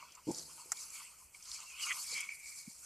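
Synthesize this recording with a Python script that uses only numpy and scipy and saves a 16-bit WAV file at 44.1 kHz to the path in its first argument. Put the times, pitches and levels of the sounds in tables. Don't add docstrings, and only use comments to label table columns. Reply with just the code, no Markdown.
import sys
import numpy as np
from scipy import signal
from scipy.fft import rfft, irfft
from scipy.io import wavfile
from scipy.ndimage import map_coordinates

SR = 44100
rng = np.random.default_rng(int(sys.argv[2]) if len(sys.argv) > 2 else 0)


def file_out(sig):
    cols = np.atleast_2d(sig).T
    lim = np.clip(cols, -1, 1)
    pcm = np.round(lim * 32767).astype(np.int16)
    wavfile.write(sys.argv[1], SR, pcm)


N = 125685


def undb(db):
    return 10 ** (np.asarray(db) / 20)


def unit(x):
    return x / np.sqrt(np.mean(x ** 2))


def noise():
    return rng.standard_normal(N)


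def gains(points):
    hz, db = np.array(points, float).T
    all_hz = np.arange(N + 1) * SR / (2 * N)
    return undb(np.interp(np.log(all_hz + 1), np.log(hz), db))


def colour(x, points):
    folded = irfft(np.log(unit(gains(points))))
    folded[1:N] *= 2
    folded[N + 1:] = 0
    return irfft(rfft(x, 2 * N) * np.exp(rfft(folded)))[:N]


def resonate(x, hz, width_hz):
    b, a = signal.iirpeak(min(hz, SR / 3), hz / width_hz, fs=SR)
    once = signal.lfilter(b, a, x)
    return signal.lfilter(b, a, once)


def walk(rate_hz):
    points = rng.standard_normal(N // 20)
    return unit(np.interp(np.arange(N) * rate_hz / SR, np.arange(len(points)), points))


def cracks(per_s, spread_db):
    size = undb(spread_db * np.minimum(rng.exponential(size=N), 6))
    happens = rng.random(N) < per_s / SR
    return unit(happens * size * rng.choice([-1, 1], N))


def swell(t, peak, rise, fall):
    before, after = np.minimum(t - peak, 0), np.maximum(t - peak, 0)
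    return np.exp(-(before / rise) ** 2 - after / fall)


def strokes(t, grain, rows, split_hz):
    low = signal.sosfiltfilt(signal.butter(2, split_hz, fs=SR, output="sos"), grain)
    out = 0
    for part, sign in ((low, -1), (grain - low, 1)):
        power = 0
        for peak, rise, fall, db, bright in rows:
            loudness = swell(t, peak, rise, fall) * undb(db + sign * bright / 2)
            power = power + loudness ** 2 / np.cosh(bright * np.log(10) / 20)
        out = out + part * np.sqrt(power)
    return out


def patchy(x, depth_db, patch_hz, patch_s):
    f, s, spec = signal.stft(x, SR, nperseg=256)
    places = np.meshgrid(f / patch_hz, s / patch_s, indexing="ij")
    field = map_coordinates(rng.standard_normal((128, 400)), places, order=1, mode="wrap")
    return unit(signal.istft(spec * undb(depth_db * field), SR)[1][:N])


# peak in seconds, rise in seconds, fall in seconds,
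# level in dB, brightness (high part over low part) in dB.
FOOTFALLS = [(0.01, 0.06, 0.27, -60.5, -11.5), (0.386, 0.095, 0.071, -47, -3.5), (0.56, .12, 0.24, -54, 4),
             (0.827, 0.1, 0.085, -48, 2.5), (0.958, 0.046, 0.11, -48, 3.5), (1.20, 0.037, 0.08, -58, 16),
             (1.354, 0.023, 0.3, -59, 4), (1.521, 0.073, 0.18, -49.5, -7.5),
             (1.545, 0.015, 0.018, -42.5, -8), (1.70, 0.1, 0.3, -55, 0), (1.842, 0.043, 0.074, -40, -5),
             (2.009, 0.095, 0.12, -44, 3), (2.144, 0.095, 0.09, -42.5, -9), (2.341, 0.026, 0.3, -56.5, 15),
             (2.492, 0.051, 0.095, -49.5, -3.5), (2.587, 0.034, 0.047, -48, 2),
             (2.721, 0.048, 0.16, -55.5, 1), (2.84, 0.055, 0.11, -54, 10.5)]
# frequency in Hz, relative strength in dB per Hz.
LEAF_TONE = [(300, -29), (700, -25), (1100, -12), (1700, -17), (2400, -18), (3200, -16.5), (3650, -16),
             (4400, 0), (5500, -1), (7500, 2.5), (9500, -3), (11000, -5.5), (14000, -19)]
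CRACKS_PER_S, CRACK_SPREAD_DB = 5000, -1.5
SLIDE_DB, LEAF_RING_DB = 4, -4
LEAF_SPLIT_HZ = 6970


def leaves(t):
    grain = cracks(CRACKS_PER_S, CRACK_SPREAD_DB)
    grain = grain + undb(LEAF_RING_DB) * rings(t) + undb(SLIDE_DB) * noise()
    flickering = grain * undb(0.94 * walk(70))
    crushed = patchy(colour(flickering, LEAF_TONE), depth_db=3.1, patch_hz=639, patch_s=.022)
    return strokes(t, crushed, FOOTFALLS, LEAF_SPLIT_HZ)


LEAF_RING_S, LEAF_RINGS_PER_S, LEAF_RING_SPREAD_DB = 0.0019, 1100, 2.5
LEAF_RING_LOW_HZ, LEAF_RING_HIGH_HZ = 700, 14200


def rings(t):
    out, u = np.zeros(N + 512), np.arange(512) / SR
    flicks = rng.random((12000, 5))
    for at, pitch, strength, length, chance in flicks:
        if chance < LEAF_RINGS_PER_S * t[-1] / len(flicks):
            hz = LEAF_RING_LOW_HZ + (LEAF_RING_HIGH_HZ - LEAF_RING_LOW_HZ) * pitch
            size = undb(-LEAF_RING_SPREAD_DB * np.log(max(strength, .01)))
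            fade = np.exp(-u / (LEAF_RING_S * (.5 + length)))
            start = int(at * N)
            out[start:start + len(u)] += size * fade * np.sin(2 * np.pi * hz * u)
    return unit(out[:N])


# time in seconds, relative level in dB, pitch in Hz.
TWIG_TICKS = [(0.122, -27, 6060), (0.1523, -22.5, 6760), (0.16, -32, 5960), (0.3157, -15, 7200),
              (0.347, -13, 5640), (0.385, -13, 5830), (0.395, -12.5, 5200), (0.772, -17.5, 4660),
              (0.8091, -41, 8000), (0.904, -22, 7560), (1.349, -35, 5140), (1.427, -22.5, 5900),
              (1.455, -23.5, 5000), (1.517, -12.5, 4550), (1.604, -18.5, 6830), (2.2068, -12.5, 8300),
              (2.214, -14, 6000)]
TICK_RISE_S, TICK_FALL_S, TICK_WIDTH = 0.0017, .003, 0.36


def twigs(t):
    out = 0
    for s, db, hz in TWIG_TICKS:
        tick = swell(t, s, TICK_RISE_S, TICK_FALL_S) * noise() / np.sqrt(TICK_FALL_S * SR)
        out = out + undb(db) * resonate(tick, hz, hz * TICK_WIDTH) * 2
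    return out


def burst(t, s, fall):
    return noise() * (t >= s) * np.exp(-np.abs(t - s) / fall) * np.sqrt(2 / (fall * SR))


# time in seconds, relative level in dB.
FIBRES = [(0.7193, 0), (0.7201, -5), (0.7216, -6), (0.7230, -5), (0.7257, -9), (0.7271, -14)]
# frequency in Hz, relative strength in dB per Hz.
SNAP_TONE = [(300, -48), (500, -31), (700, -11.5), (1000, -15), (1320, -4.5), (1600, -13), (1900, -5.5),
             (2220, -11), (2600, -29), (3800, -26), (5000, -10), (6200, -3.5), (7300, 3.5), (8500, -4.5),
             (9500, -14.5), (12000, -15.5), (14000, -24)]
SNAP_DB = -8.5
SNAP_TAIL_DB, SNAP_TAIL_S = -10, .003
STRAIN_DB, STRAIN_S = -47, .004
KNOCK_AT_S, KNOCK_DB, KNOCK_HZ, KNOCK_WIDTH_HZ = .7304, -28.5, 1350, 1500


def snap(t):
    first_break = FIBRES[0][0]
    breaks = undb(STRAIN_DB) * swell(t, first_break, STRAIN_S, STRAIN_S) * noise()
    for s, db in FIBRES:
        breaks[int(s * SR)] += undb(db)
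        breaks += undb(db + SNAP_TAIL_DB) * burst(t, s, SNAP_TAIL_S)
    click = 1. * (np.arange(N) == int(KNOCK_AT_S * SR))
    knock = resonate(click, KNOCK_HZ, KNOCK_WIDTH_HZ)
    knock = knock / np.sqrt(np.sum(knock ** 2))
    return undb(SNAP_DB) * colour(breaks, SNAP_TONE) + undb(KNOCK_DB) * knock


# peak in seconds, rise in seconds, fall in seconds, level in dB,
# brightness (high part over low part) in dB.
RUB_STROKES = [(0.021, 0.11, 0.05, -52.5, -12), (0.13, 0.08, 0.046, -63, 22),
               (0.181, .015, 0.022, -45.5, -21), (0.306, 0.04, 0.04, -58, -3.5),
               (0.51, 0.022, 0.043, -56, -10.5), (0.59, 0.033, .04, -54, -10.5),
               (0.82, 0.12, 0.15, -54, -12.5), (0.965, .025, 0.094, -52, 0),
               (1.227, 0.017, 0.018, -58, -29), (1.351, 0.0046, 0.013, -55, -6),
               (1.52, 0.15, 0.24, -63, 20), (1.609, 0.034, 0.048, -53.5, -5),
               (1.735, 0.054, 0.16, -56.5, 19), (1.835, 0.044, 0.074, -47, 26),
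               (1.888, 0.026, 0.068, -42, 0.5), (2.19, 0.056, 0.072, -51, 33), (2.84, .02, 0.039, -58, -18)]
# frequency in Hz, relative strength in dB per Hz.
RUB_TONE = [(300, -33), (700, -27), (950, -1.5), (1250, 0.5), (1500, -4), (1720, -28.5), (2200, 4),
            (2900, -1), (3300, -1.5), (3650, -18), (6000, -21.5)]
RUB_SPLIT_HZ, RUB_CATCHES_PER_S, RUB_SPREAD_DB = 1130, 2500, 2


def rubbing(t):
    catches = colour(cracks(RUB_CATCHES_PER_S, RUB_SPREAD_DB), RUB_TONE)
    cloth = patchy(catches, depth_db=6.9, patch_hz=260, patch_s=.03)
    return strokes(t, cloth, RUB_STROKES, RUB_SPLIT_HZ) + scrape(t) + squeaks(t)


# time in seconds, centre in Hz, level in dB.
SCRAPE_PATH = [(1.60, 2800, -79), (1.70, 2700, -56.5), (1.735, 2450, -52.5), (1.775, 2700, -58.5),
               (1.811, 2800, -49.5), (1.836, 2950, -43.5), (1.861, 2600, -50), (1.883, 2250, -50),
               (1.918, 1950, -40), (1.95, 1900, -81)]
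SCRAPE_WIDTH_HZ = 250


def scrape(t):
    when, centre_hz, level_db = np.array(SCRAPE_PATH).T
    phase = 2 * np.pi * np.cumsum(np.interp(t, when, centre_hz)) / SR
    tone = walk(SCRAPE_WIDTH_HZ) * np.sin(phase) + walk(SCRAPE_WIDTH_HZ) * np.cos(phase)
    return undb(np.interp(t, when, level_db, -np.inf, -np.inf)) * tone


# centre in seconds, half length in seconds, pitch at the centre in Hz,
# glide in Hz per second, level in dB.
SQUEAK_ROWS = [(1.9087, 0.0022, 2040, 0, -31), (1.912, 0.0016, 1934, 20000, -35),
               (1.921, 0.0049, 2290, 130000, -33), (1.928, 0.0047, 1220, -20000, -46)]


def squeaks(t):
    out = 0
    for s, length, hz, glide, db in SQUEAK_ROWS:
        u = t - s
        phase = 2 * np.pi * (hz * u + glide * u ** 2 / 2) + 0.33 * walk(1500)
        out = out + undb(db) * np.exp(-(u / length) ** 2) * np.sin(phase)
    return out


# time in seconds, level in dB.
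RASP_LEVEL = [(1.95, -110), (2.05, -66), (2.12, -52.5), (2.16, -41.5), (2.22, -45.5), (2.282, -53),
              (2.295, -41), (2.315, -45.5), (2.36, -58), (2.44, -55), (2.58, -61.5), (2.70, -67),
              (2.78, -85)]
RASP_HZ, RASP_WIDTH_HZ = 2270, 230
RASP_FLUTTER_DB, RASP_FLUTTER_HZ = 0.6, 95


def rasp(t):
    tone = resonate(noise(), RASP_HZ, RASP_WIDTH_HZ) * undb(RASP_FLUTTER_DB * walk(RASP_FLUTTER_HZ))
    when, level_db = np.array(RASP_LEVEL).T
    return unit(tone) * undb(np.interp(t, when, level_db))


# centre in seconds, strength in dB,
# pitch in Hz, half length in seconds.
SOFT_BUMPS = [(0.272, -36, 286, 0.0018), (0.2785, -32, 328, 0.0017), (0.2883, -25, 322, 0.0038),
              (0.295, -30.5, 368, 0.0058), (0.309, -31.5, 300, 0.0037), (0.311, -48.5, 820, 0.0056),
              (0.66, -55.5, 376, 0.0019), (1.261, -61, 62, 0.013), (1.514, -64.5, 49.5, 0.017),
              (2.129, -54.5, 490, 0.0054), (2.457, -69, 56, 0.0072), (2.681, -41.5, 212, 0.0042)]


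def bumps(t):
    out = 0
    for s, db, hz, length in SOFT_BUMPS:
        u = t - s
        out = out + undb(db) * np.exp(-(u / length) ** 2) * np.sin(2 * np.pi * hz * u)
    return out


# peak in seconds, rise in seconds, fall in seconds, level in dB.
HAND_SHIFTS = [(.03, 0.11, .15, -77.5), (0.292, 0.013, 0.0092, -42), (0.309, 0.0039, 0.0044, -39.5),
               (.33, 0.046, 0.12, -57.5), (.66, 0.011, 0.21, -72.5), (2.128, 0.024, 0.088, -68.5),
               (2.70, .015, 0.06, -75.5)]
# frequency in Hz, relative strength in dB per Hz.
SHELL_TONE = [(60, -31), (120, -2), (160, 5.5), (210, -4.5), (270, -0.5), (370, 0.5), (440, -5.5), (500, 3),
              (580, -11), (670, -2), (760, -12), (910, 0.5), (1100, -34.5), (1800, -41), (4000, -57)]
SHELL_KNOCKS_PER_S, SHELL_SPREAD_DB = 1200, 2.2


def jostles(t):
    shake = sum(undb(db) * swell(t, s, rise, fall) for s, rise, fall, db in HAND_SHIFTS)
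    return shake * unit(colour(cracks(SHELL_KNOCKS_PER_S, SHELL_SPREAD_DB), SHELL_TONE))


WHINE_DB, WHINE_HZ = -77.5, 13512


def whine():
    pitch_hz = WHINE_HZ + 9 * walk(30)
    return undb(WHINE_DB) * np.sqrt(2) * np.sin(2 * np.pi * np.cumsum(pitch_hz) / SR)


# frequency in Hz, relative strength in dB per Hz.
AIR_TONE = [(25, -6), (45, -12.5), (65, 4.5), (100, -8), (160, -5.5), (250, -13), (500, -12.5),
            (1000, -9.5), (1700, -17), (2500, -6.5), (3600, -29.5), (5000, -33), (8000, -8.5),
            (14000, -21.5)]
AIR_DB = -68.5


def air():
    return undb(AIR_DB) * unit(colour(noise(), AIR_TONE))


# frequency in Hz, side level compared with the middle in dB.
EAR_SPREAD = [(40, -68), (3700, -58), (4300, -30), (4700, -12), (6000, -12), (7300, -5), (10000, -4.5),
              (13000, -4), (14300, -6)]


def scene():
    t = np.arange(N) / SR
    mid = leaves(t) + twigs(t) + snap(t) + rubbing(t) + rasp(t)
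    mid = mid + bumps(t) + jostles(t) + whine() + air()
    spread = leaves(t) + twigs(t) + air()
    side = irfft(rfft(spread, 2 * N) * gains(EAR_SPREAD))[:N]
    return np.array([mid + side, mid - side])


TOP_HZ = 14250


def record(dry):
    return signal.sosfilt(signal.ellip(10, .2, 70, TOP_HZ, fs=SR, output="sos"), dry)


dry = scene()
out = record(dry)
file_out(out)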